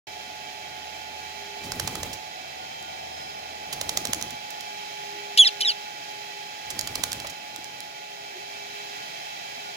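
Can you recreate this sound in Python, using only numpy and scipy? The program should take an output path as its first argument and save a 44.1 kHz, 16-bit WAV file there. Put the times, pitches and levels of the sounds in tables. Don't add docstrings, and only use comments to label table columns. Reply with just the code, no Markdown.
import sys
import numpy as np
from scipy import signal
from scipy.fft import rfft, irfft
from scipy.io import wavfile
from scipy.ndimage import uniform_filter1d

SR = 44100
rng = np.random.default_rng(int(sys.argv[2]) if len(sys.argv) > 2 else 0)


def materialize(psi):
    bounded = np.clip(np.atleast_2d(psi).T, -1, 1)
    quanta = np.round(bounded * 32767).astype(np.int16)
    wavfile.write(sys.argv[1], SR, quanta)


N = 430416
TIME = np.arange(N) / SR
FREQ = np.fft.rfftfreq(N, 1 / SR)
TOP_HZ = 16000


def undb(db):
    return 10 ** (np.asarray(db) / 20)


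def unit(x):
    return x / np.sqrt(np.mean(x ** 2))


def progress(start, end):
    return np.clip((TIME - start) / (end - start), 0, 1)


def step(u, at, width):
    return (1 + np.tanh((u - at) / width)) / 2


def curves(table):
    s, *columns = np.transpose(table)
    return [np.interp(TIME, s, c) for c in columns]


def spectrum(table, hz=FREQ, order=1):
    rows = np.transpose(table)
    return np.interp(np.log(hz + 1e-3), np.log(rows[0]), rows[order])


def colour(x, db):
    return irfft(rfft(x) * undb(db), N)


def noise():
    return rng.standard_normal(N)


def walk(rate):
    return unit(irfft(rfft(noise()) * np.exp(-(FREQ / rate) ** 2), N))


def place(x, pan_db, lag):
    left = np.roll(x, int(lag)) * undb(pan_db / 2)
    right = x * undb(-pan_db / 2)
    return np.array([left, right])


def add(out, s, sound):
    i = int(s * SR)
    out[:, i:i + sound.shape[1]] += sound[:, :N - i]


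def blips(table, waver):
    turns = 2 * np.pi * np.cumsum(1 + waver * walk(52.5)) / SR
    out = 0
    for s, hz, db, half_length in table:
        swell = np.exp(-((TIME - s) / half_length) ** 2)
        out = out + undb(db) * swell * np.sin(hz * turns)
    return out


def snap(table, length, grain_db=4):
    size = 2048
    t = TIME[:size]
    length = max(length, .001)
    grain = uniform_filter1d(rng.standard_normal(size), size=9) * 2.16
    slaps = rng.standard_normal(size) * undb(grain_db * grain)
    attack = 1 - np.exp(-t / 0.00044)
    decay = np.exp(-(t / length) ** 2 * 2) + 0.055 * np.exp(-t / length / 2)
    slaps *= attack * decay
    cepstrum = irfft(np.log(undb(spectrum(table, np.fft.rfftfreq(size, 1 / SR)))))
    cepstrum[1:size // 2] *= 2
    cepstrum[size // 2 + 1:] = 0
    sound = irfft(rfft(slaps) * np.exp(rfft(cepstrum)))
    return sound / np.sqrt(np.sum(sound ** 2) / (length * SR)) / 5


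# first clap in seconds, time between wingbeats in seconds, left minus right in dB,
# level of the air thump in dB, and a list with the peak of each clap in dB.
FLIGHT_ROWS = [(1.719, 0.078, -9, -19, [-13.5, -9.5, -11, -16, -14.5]),
               (3.812, .08, -8, -19.5, [-10, -8, -5, -10.5, -6, -19]),
               (6.791, .0817, -8.5, -25.5, [-8.5, -14, -10, -5, -14, -19.5])]
# pitch in Hz, relative level in dB.
FEATHER_COLOUR = [(300, -19), (1500, -11), (2800, -3), (4200, -1.5), (6000, -1), (7500, 0), (9000, -9),
                  (12000, -8.5), (16000, -14)]
# pitch in Hz, relative level in dB.
THUMP_COLOUR = [(60, -46), (250, -14), (600, 6), (1200, 2), (2200, -2.5), (5000, -24)]
CLAP_S, THUMP_FOLLOWS = 0.0054, 0.55
RUSTLE_DB, RUSTLE_LEAD_S, RUSTLE_S = -20.5, .004, .016


def claps():
    out = np.zeros((2, N))
    for first, beat, pan_db, air_db, strengths in FLIGHT_ROWS:
        for k, db in enumerate(strengths):
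            s = first + k * beat
            effort_db = db - np.mean(strengths)
            clap = place(snap(FEATHER_COLOUR, CLAP_S), pan_db, lag=8)
            rustle = place(snap(FEATHER_COLOUR, RUSTLE_S), pan_db, lag=8.8)
            thump = place(snap(THUMP_COLOUR, CLAP_S), -1.5, lag=3.6)
            add(out, s, clap * undb(db))
            add(out, s - RUSTLE_LEAD_S, rustle * undb(db + RUSTLE_DB))
            add(out, s, thump * undb(air_db + THUMP_FOLLOWS * effort_db))
    return out


# start in seconds, peak in dB, length in seconds (under 0.001 counts as 0.001).
FLICK_ROWS = [(1.636, -30, 0.036), (2.13, -22.5, .018), (2.827, -21, 0.00087), (3.726, -17.5, 0.018),
              (4.071, -14, .002), (4.146, -12, .0018), (4.225, -7, 0.0014), (4.306, -21.5, .005),
              (4.504, -25, 0.0085), (4.607, -22, 0.0056), (6.702, -19, 0.016), (6.811, -10, 0.002),
              (7.13, -8.5, 0.0019), (7.269, -21, .0085), (7.298, -25.5, .014), (7.561, -15.5, 0.0019),
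              (7.6434, -20, .0023), (7.804, -18.5, .0024)]


def flicks():
    out = np.zeros((2, N))
    for s, db, length in FLICK_ROWS:
        add(out, s, place(snap(FEATHER_COLOUR, length), pan_db=-9, lag=8.2) * undb(db))
    return out


# start in seconds, peak in dB.
LANDING_ROWS = [(7.245, -20)]


def landings():
    out = np.zeros((2, N))
    for s, db in LANDING_ROWS:
        add(out, s, place(snap(THUMP_COLOUR, length=0.013), -1.5, lag=13.4) * undb(db))
    return out


LUMP_SHARE = .53


def upstrokes():
    out = 0
    for first, beat, _, _, strengths in FLIGHT_ROWS:
        beats = (TIME - first) / beat
        flying = np.clip(np.minimum(beats + 1, len(strengths) + 1 - beats), 0, 1)
        out = out + np.cos(2 * np.pi * (beats - LUMP_SHARE)) * flying
    return out


# start in seconds, end in seconds, level in dB before the wind trim, extra rumble in dB.
DRAUGHT_ROWS = [(1.6, 2.178, -38.5, 4), (3.653, 4.384, -42, -0.5), (6.65, 7.337, -41.5, 0.5),
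                (7.29, 7.963, -52, -10)]
# pitch in Hz, relative level in dB.
DRAUGHT_COLOUR = [(20, -23), (45, -11), (85, -3.5), (170, -5.5), (330, -9), (700, -13), (1500, -23),
                  (5000, -31)]
# middle in seconds, pitch in Hz, level in dB, half length in seconds.
PUFF_ROWS = [(1.942, 202, -43, .012), (1.974, 327, -40, 0.0049), (4.015, 353, -35.5, 0.0042),
             (4.095, 260, -32.5, 0.0061), (4.169, 317, -38.5, .012), (4.335, 256, -43, 0.0091),
             (5.166, 338, -49.5, .04), (7.589, 305, -40, 0.0053), (8.37, 368, -43, 0.023),
             (9.58, 259, -54, 0.011)]
DRAUGHT_ROUND = 0.5
RUMBLE_HZ, WIND_DB, LUMP_DB = 130, -2, 1.5
APART = 0.22


def downwash():
    middle, side = [unit(colour(noise(), spectrum(DRAUGHT_COLOUR))) for _ in range(2)]
    air = middle + APART * side * np.array([[1], [-1]])
    air = air * undb(1.2 * walk(25) + LUMP_DB * upstrokes() + WIND_DB)
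    rumble = colour(air, -20 * np.log10(1 + (FREQ / RUMBLE_HZ) ** 4))
    out = blips(PUFF_ROWS, waver=0.0393)
    for start, end, db, rumble_db in DRAUGHT_ROWS:
        swell = np.abs(np.sin(np.pi * progress(start, end))) ** DRAUGHT_ROUND
        out = out + (air - rumble + rumble * undb(rumble_db)) * swell * undb(db)
    return out


# pitch in Hz, relative level in dB.
THROAT_COLOUR = [(900, -45), (1600, -22), (1950, -4), (2700, -2), (3400, 0), (4200, 0), (4600, 6),
                 (5100, 7), (5900, -7), (6800, -3), (8000, -10), (10200, -4), (11300, -14), (12200, -7),
                 (13600, -22), (16000, -32)]
# pitch in Hz, relative level in dB.
RASP_COLOUR = [(800, -34), (1700, -19), (2500, -2), (3900, 0), (5200, -2), (6500, -8), (8200, -17),
               (10000, -12), (12800, -15), (14000, -34)]
SLOPE_DB, SPLIT_DULL_DB = -12.5, -14
HALF_LINE_GAIN = 2.6
JITTER, WAVER, SHIMMER_DB, HISS = .04, .003, 3, .03


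def call(hz, db, split, rasp, on):
    split, rasp = np.clip(split[on], 0, 1), np.clip(rasp, 0, 1)
    hz = (hz * (1 + (WAVER + JITTER * rasp) * walk(700)))[on]
    phase = 2 * np.pi * np.cumsum(hz) / SR
    tones, power = 0, 0
    for k in np.arange(1, 9) / 2:
        source_db = SLOPE_DB * np.sqrt(max(k - 1, 0)) + SPLIT_DULL_DB * np.sqrt(split * max(k - 3 / 2, 0))
        size = undb(source_db + spectrum(THROAT_COLOUR, k * hz)) * (k * hz < TOP_HZ)
        if k % 1:
            size = size * split * HALF_LINE_GAIN
        tones = tones + size * np.sin(k * phase)
        power = power + size ** 2 / 2
    voice = np.zeros(N)
    voice[on] = tones / np.sqrt(power)
    voice *= undb(SHIMMER_DB * np.sqrt(rasp) * walk(500))
    chaos = unit(colour(noise() * undb(3 * walk(400)), spectrum(RASP_COLOUR)))
    broken = HISS + (1 - HISS) * rasp ** (3 / 2)
    return (np.sqrt(1 - broken ** 2) * voice + broken * chaos) * undb(db) * on


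CHIRP_FROM, CHIRP_LOW_HZ, CHIRP_HIGH_HZ = .63, 2900, 4900
CHIRP_DB, CHIRP_RASP = 9, .38


def opening(u, db):
    rise = np.clip((u - CHIRP_FROM) / (1 - CHIRP_FROM), 0, 1)
    push = np.sin(np.pi * rise)
    pitch = CHIRP_LOW_HZ + (CHIRP_HIGH_HZ - CHIRP_LOW_HZ) * rise
    rasp = 1 + (CHIRP_RASP - 1) * step(u, CHIRP_FROM, width=0.098)
    return [pitch, db + CHIRP_DB * (push - rise), SPLIT_EARLY * (1 - rise), rasp]


ARCH_PEAK, ARCH_POWER = .2, 1.7
ARCH_RISE_HZ, ARCH_END_HZ, FADE_DB_PER_HZ = 120, 2660, .024
WHISTLE_RASP, FRAYED_RASP = .015, .3


def arch(u, top_hz, db):
    climb = np.maximum(1 - u / ARCH_PEAK, 0) ** 2
    sag = np.maximum((u - ARCH_PEAK) / (1 - ARCH_PEAK), 0) ** ARCH_POWER
    drop_hz = ARCH_RISE_HZ * climb + (top_hz - ARCH_END_HZ) * sag
    return [top_hz - drop_hz, db - FADE_DB_PER_HZ * drop_hz, 0 * u, WHISTLE_RASP + FRAYED_RASP * sag ** 2]


FALL_END_HZ, SPLIT_AT, BREAK_AT, BREAK_DB = 2520, 0.54, 0.73, -11.5
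FALL_SWELL_DB, FALL_FADE_DB = 4.5, -3
SPLIT_EARLY, SPLIT_LATE, FALL_RASP, BROKEN_RASP = .17, .9, .12, .5


def fall(u, from_hz, db, bend):
    split, broken = step(u, SPLIT_AT, width=0.14), step(u, BREAK_AT, width=0.03)
    pitch = from_hz + (FALL_END_HZ - from_hz) * u ** bend
    swell_db = FALL_SWELL_DB * (np.minimum(u / BREAK_AT, 1) - 1 / 2)
    fade_db = FALL_FADE_DB * np.maximum((u - BREAK_AT) / (1 - BREAK_AT), 0) ** 2
    alternation = SPLIT_EARLY + (SPLIT_LATE - SPLIT_EARLY) * split
    rasp = FALL_RASP + (BROKEN_RASP - FALL_RASP) * (split + broken) / 2
    return [pitch, db + swell_db + BREAK_DB * broken + fade_db, alternation, rasp]


# start, whistle start, jump and end, all in seconds, rasp level in dB,
# highest whistle pitch in Hz, whistle level in dB, pitch after the jump in Hz, falling note level in dB,
# bend of the fall (1 = straight).
SQUAWK_ROWS = [(5.373, 5.389, 5.4475, 5.496, -18.5, 3410, -7, 4240, -17, 1.2),
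               (5.604, 5.626, 5.6485, 5.726, -24.5, 3100, -24, 4060, -20, 1.0)]
CALL_EDGE_S, GLIDE_S = 0.003, 0.00177


def squawk(start, whistle, jump, end, rasp_db, top_hz, whistle_db, fall_hz, fall_db, bend):
    first = opening(progress(start, whistle), rasp_db)
    second = arch(progress(whistle, jump), top_hz, whistle_db)
    third = fall(progress(jump, end), fall_hz, fall_db, bend)
    controls = np.where(TIME < whistle, first, np.where(TIME < jump, second, third))
    controls = uniform_filter1d(controls, size=max(int(GLIDE_S * SR), 1))
    edges = progress(start, start + CALL_EDGE_S) * progress(end, end - CALL_EDGE_S)
    return call(*controls, edges > 0) * edges


def garden(x, echo_db, t60):
    t = TIME[:SR // 2]
    tails = rng.standard_normal((2, len(t))) * undb(-60 * t / t60) * (t > .004)
    tails /= np.sqrt(np.sum(tails ** 2, axis=1, keepdims=True))
    return undb(echo_db) * signal.fftconvolve(x.mean(axis=0)[None], tails, axes=1)[:, :N]


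def tone(hz, db, pan_db, late, waver_hz, flutter_db):
    phase = 2 * np.pi * np.cumsum(hz + waver_hz * walk(6.7)) / SR
    ports = np.array([np.sin(phase - late) * undb(pan_db / 2), np.sin(phase) * undb(-pan_db / 2)])
    return np.sqrt(2) * ports * undb(db + flutter_db * walk(4.4))


# time in seconds, level in dB, left minus right in dB, lateness of the left port in radians.
BLADE_ROWS = [(0, -47.5, -7, .8), (2.2, -48, -12.5, 0.9), (2.55, -47.5, 7, 3.4), (3.1, -42, 2.5, 3.4),
              (3.6, -43, 0, 1.95), (5.2, -41, -0.5, 2.08), (7.5, -45.5, 1.5, 1.6), (8.3, -44.5, 2, 2.56),
              (9.76, -44, 4.5, 2.63)]
BLADE_EARLY_HZ, BLADE_LATE_HZ, BLADE_CREEP_HZ_PER_S = 851.5, 848, 2.0
SLOW_START_S, SLOW_END_S = 3.05, 3.6


def blade_tone():
    slowed = progress(SLOW_START_S, SLOW_END_S)
    creeping_hz = BLADE_EARLY_HZ + BLADE_CREEP_HZ_PER_S * TIME
    hz = creeping_hz * (1 - slowed) + BLADE_LATE_HZ * slowed
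    return tone(hz, *curves(BLADE_ROWS), waver_hz=0.87, flutter_db=0.26)


# middle in seconds, half length in seconds, level in dB before the drone trim.
SWELL_ROWS = [(0.167, 0.67, -57.5), (1.55, 0.47, -52.5), (3.55, 0.49, -62), (5.28, 0.57, -50.5),
              (6.278, 0.21, -56.5), (8.584, 0.52, -53.5), (9.646, 0.21, -58)]
DRONE_HZ, DRONE_REST_DB, DRONE_DB = 406.2, -69.5, -1


def drone():
    swell = undb(DRONE_REST_DB)
    for s, half_length, db in SWELL_ROWS:
        swell = swell + undb(db) * np.exp(-((TIME - s) / half_length) ** 2)
    return swell * tone(DRONE_HZ, DRONE_DB, pan_db=1, late=.35, waver_hz=1.14, flutter_db=1.7)


# pitch in Hz, early level in dB, late level in dB
# (tones above 1000 Hz also get the lift near the end).
TONE_ROWS = [(80.5, -63, -78), (564, -65, -64), (629, -59, -69), (671, -67, -62), (794, -63, -59),
             (1446, -69, -65), (1772, -62, -73), (2316, -63, -61), (2620, -67, -63)]
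EASE_START_S, EASE_END_S = 3.7, 4.7
UPPER_FROM_S, UPPER_FULL_S, UPPER_DB = 8.3, 8.45, 4
WHINE_HZ, WHINE_RISE_HZ_PER_S, WHINE_EARLY_DB, WHINE_LATE_DB = 729, 7.5, -50.5, -58.5


def load_tones():
    eased = progress(EASE_START_S, EASE_END_S)
    whine_hz = WHINE_HZ + WHINE_RISE_HZ_PER_S * TIME * (1 - eased)
    whine_db = WHINE_EARLY_DB + (WHINE_LATE_DB - WHINE_EARLY_DB) * eased
    out = tone(whine_hz, whine_db, pan_db=-2.5, late=1.33, waver_hz=1.2, flutter_db=1.2)
    upper_db = UPPER_DB * progress(UPPER_FROM_S, UPPER_FULL_S)
    for hz, early_db, late_db in TONE_ROWS:
        db = early_db + (late_db - early_db) * eased + upper_db * (hz > 1000)
        late = 2 * np.pi * hz * .00032
        out = out + tone(hz, db, pan_db=-2.5, late=late, waver_hz=.002 * hz, flutter_db=2)
    return out


# pitch in Hz, level in dB per Hz before the casing and later trims.
WHIR_COLOUR = [(25, -106), (60, -95), (135, -78.5), (220, -81), (600, -78), (690, -67), (860, -68.5),
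               (960, -77), (1350, -83.5), (2100, -75.5), (4400, -80.5), (6800, -85), (8300, -98),
               (12500, -95.5), (16000, -99)]
# pitch in Hz, width in Hz, lift in dB.
CASING_ROWS = [(1440, 12.8, 14), (1646, 10.4, 10.5), (1953, 17, 8.5), (2321, 36, 9.5), (2601, 60, 7.5),
               (2950, 82, -6), (3078, 28, 9.5), (3240, 150, 6), (4030, 106, 7), (5120, 270, 3.5),
               (5860, 160, -3)]
# pitch in Hz, likeness of the ports from 0 to 1, left minus right in dB.
PORT_ROWS = [(60, .97, 2), (170, 1, -1), (406, 1, 0), (940, 0.95, -2.5), (1580, 0.36, -2),
             (2530, 0.37, -4.5), (4430, 0, -7), (8450, 0.32, -10.5), (14700, 0, -4.5)]
# time in seconds, body in dB, treble in dB.
SHIFT_ROWS = [(0.4, -50.5, -42.5), (1.98, -50, -41.5), (2.37, -49.5, -43), (4.05, -48.5, -42),
              (4.93, -51, -41), (7.21, -52, -42), (8.01, -54, -44), (9.0, -51, -40), (9.7, -51.5, -41)]
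BODY_DB, FLICKER_DB = -2, .3
MACHINE_LAG = 20


def whir():
    shape = spectrum(WHIR_COLOUR)
    for hz, width, db in CASING_ROWS:
        shape = shape + db * np.exp(-2 * ((FREQ - hz) / width) ** 2)
    alike = np.clip(spectrum(PORT_ROWS), 0, 1)
    direct = place(colour(noise(), shape + 10 * np.log10(alike + 1e-6)), 0, MACHINE_LAG)
    scattered = colour(np.array([noise(), noise()]), shape + 10 * np.log10(1 - alike + 1e-6))
    sides = np.array([[1], [-1]]) / 2
    both = colour(direct + scattered, spectrum(PORT_ROWS, order=2) * sides) * np.sqrt(SR / 2)
    body = colour(both, -20 * np.log10(1 + (FREQ / 1150) ** 6))
    treble = both - body
    body_db, treble_db = (db - db.mean() for db in curves(SHIFT_ROWS))
    return body * undb(body_db + BODY_DB) + treble * undb(treble_db + FLICKER_DB * walk(18))


# middle in seconds, pitch in Hz, level in dB before panning, half length in seconds.
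WHISTLE_ROWS = [(2.82, 3150, -50, 0.14), (3.21, 5110, -50.5, 0.18), (3.22, 8726, -66, .12)]


def distant_whistles():
    return place(blips(WHISTLE_ROWS, waver=0.0016), pan_db=-15, lag=0)


def scene():
    wings = claps() + flicks() + landings()
    wing_echo = garden(wings, echo_db=-9.5, t60=0.34)
    calls = place(sum(squawk(*row) for row in SQUAWK_ROWS), pan_db=-1.2, lag=-13)
    call_echo = garden(calls, echo_db=-17, t60=.2)
    birds = wings + wing_echo + downwash() + calls + call_echo
    machine = blade_tone() + drone() + load_tones() + whir()
    return birds + machine + distant_whistles()


START_S = .069


def record(dry):
    running = progress(START_S, START_S + .002)
    top_cut = signal.ellip(8, .2, 70, TOP_HZ, fs=SR, output="sos")
    return signal.sosfilt(top_cut, dry * running)


dry = scene()
out = record(dry)
materialize(out)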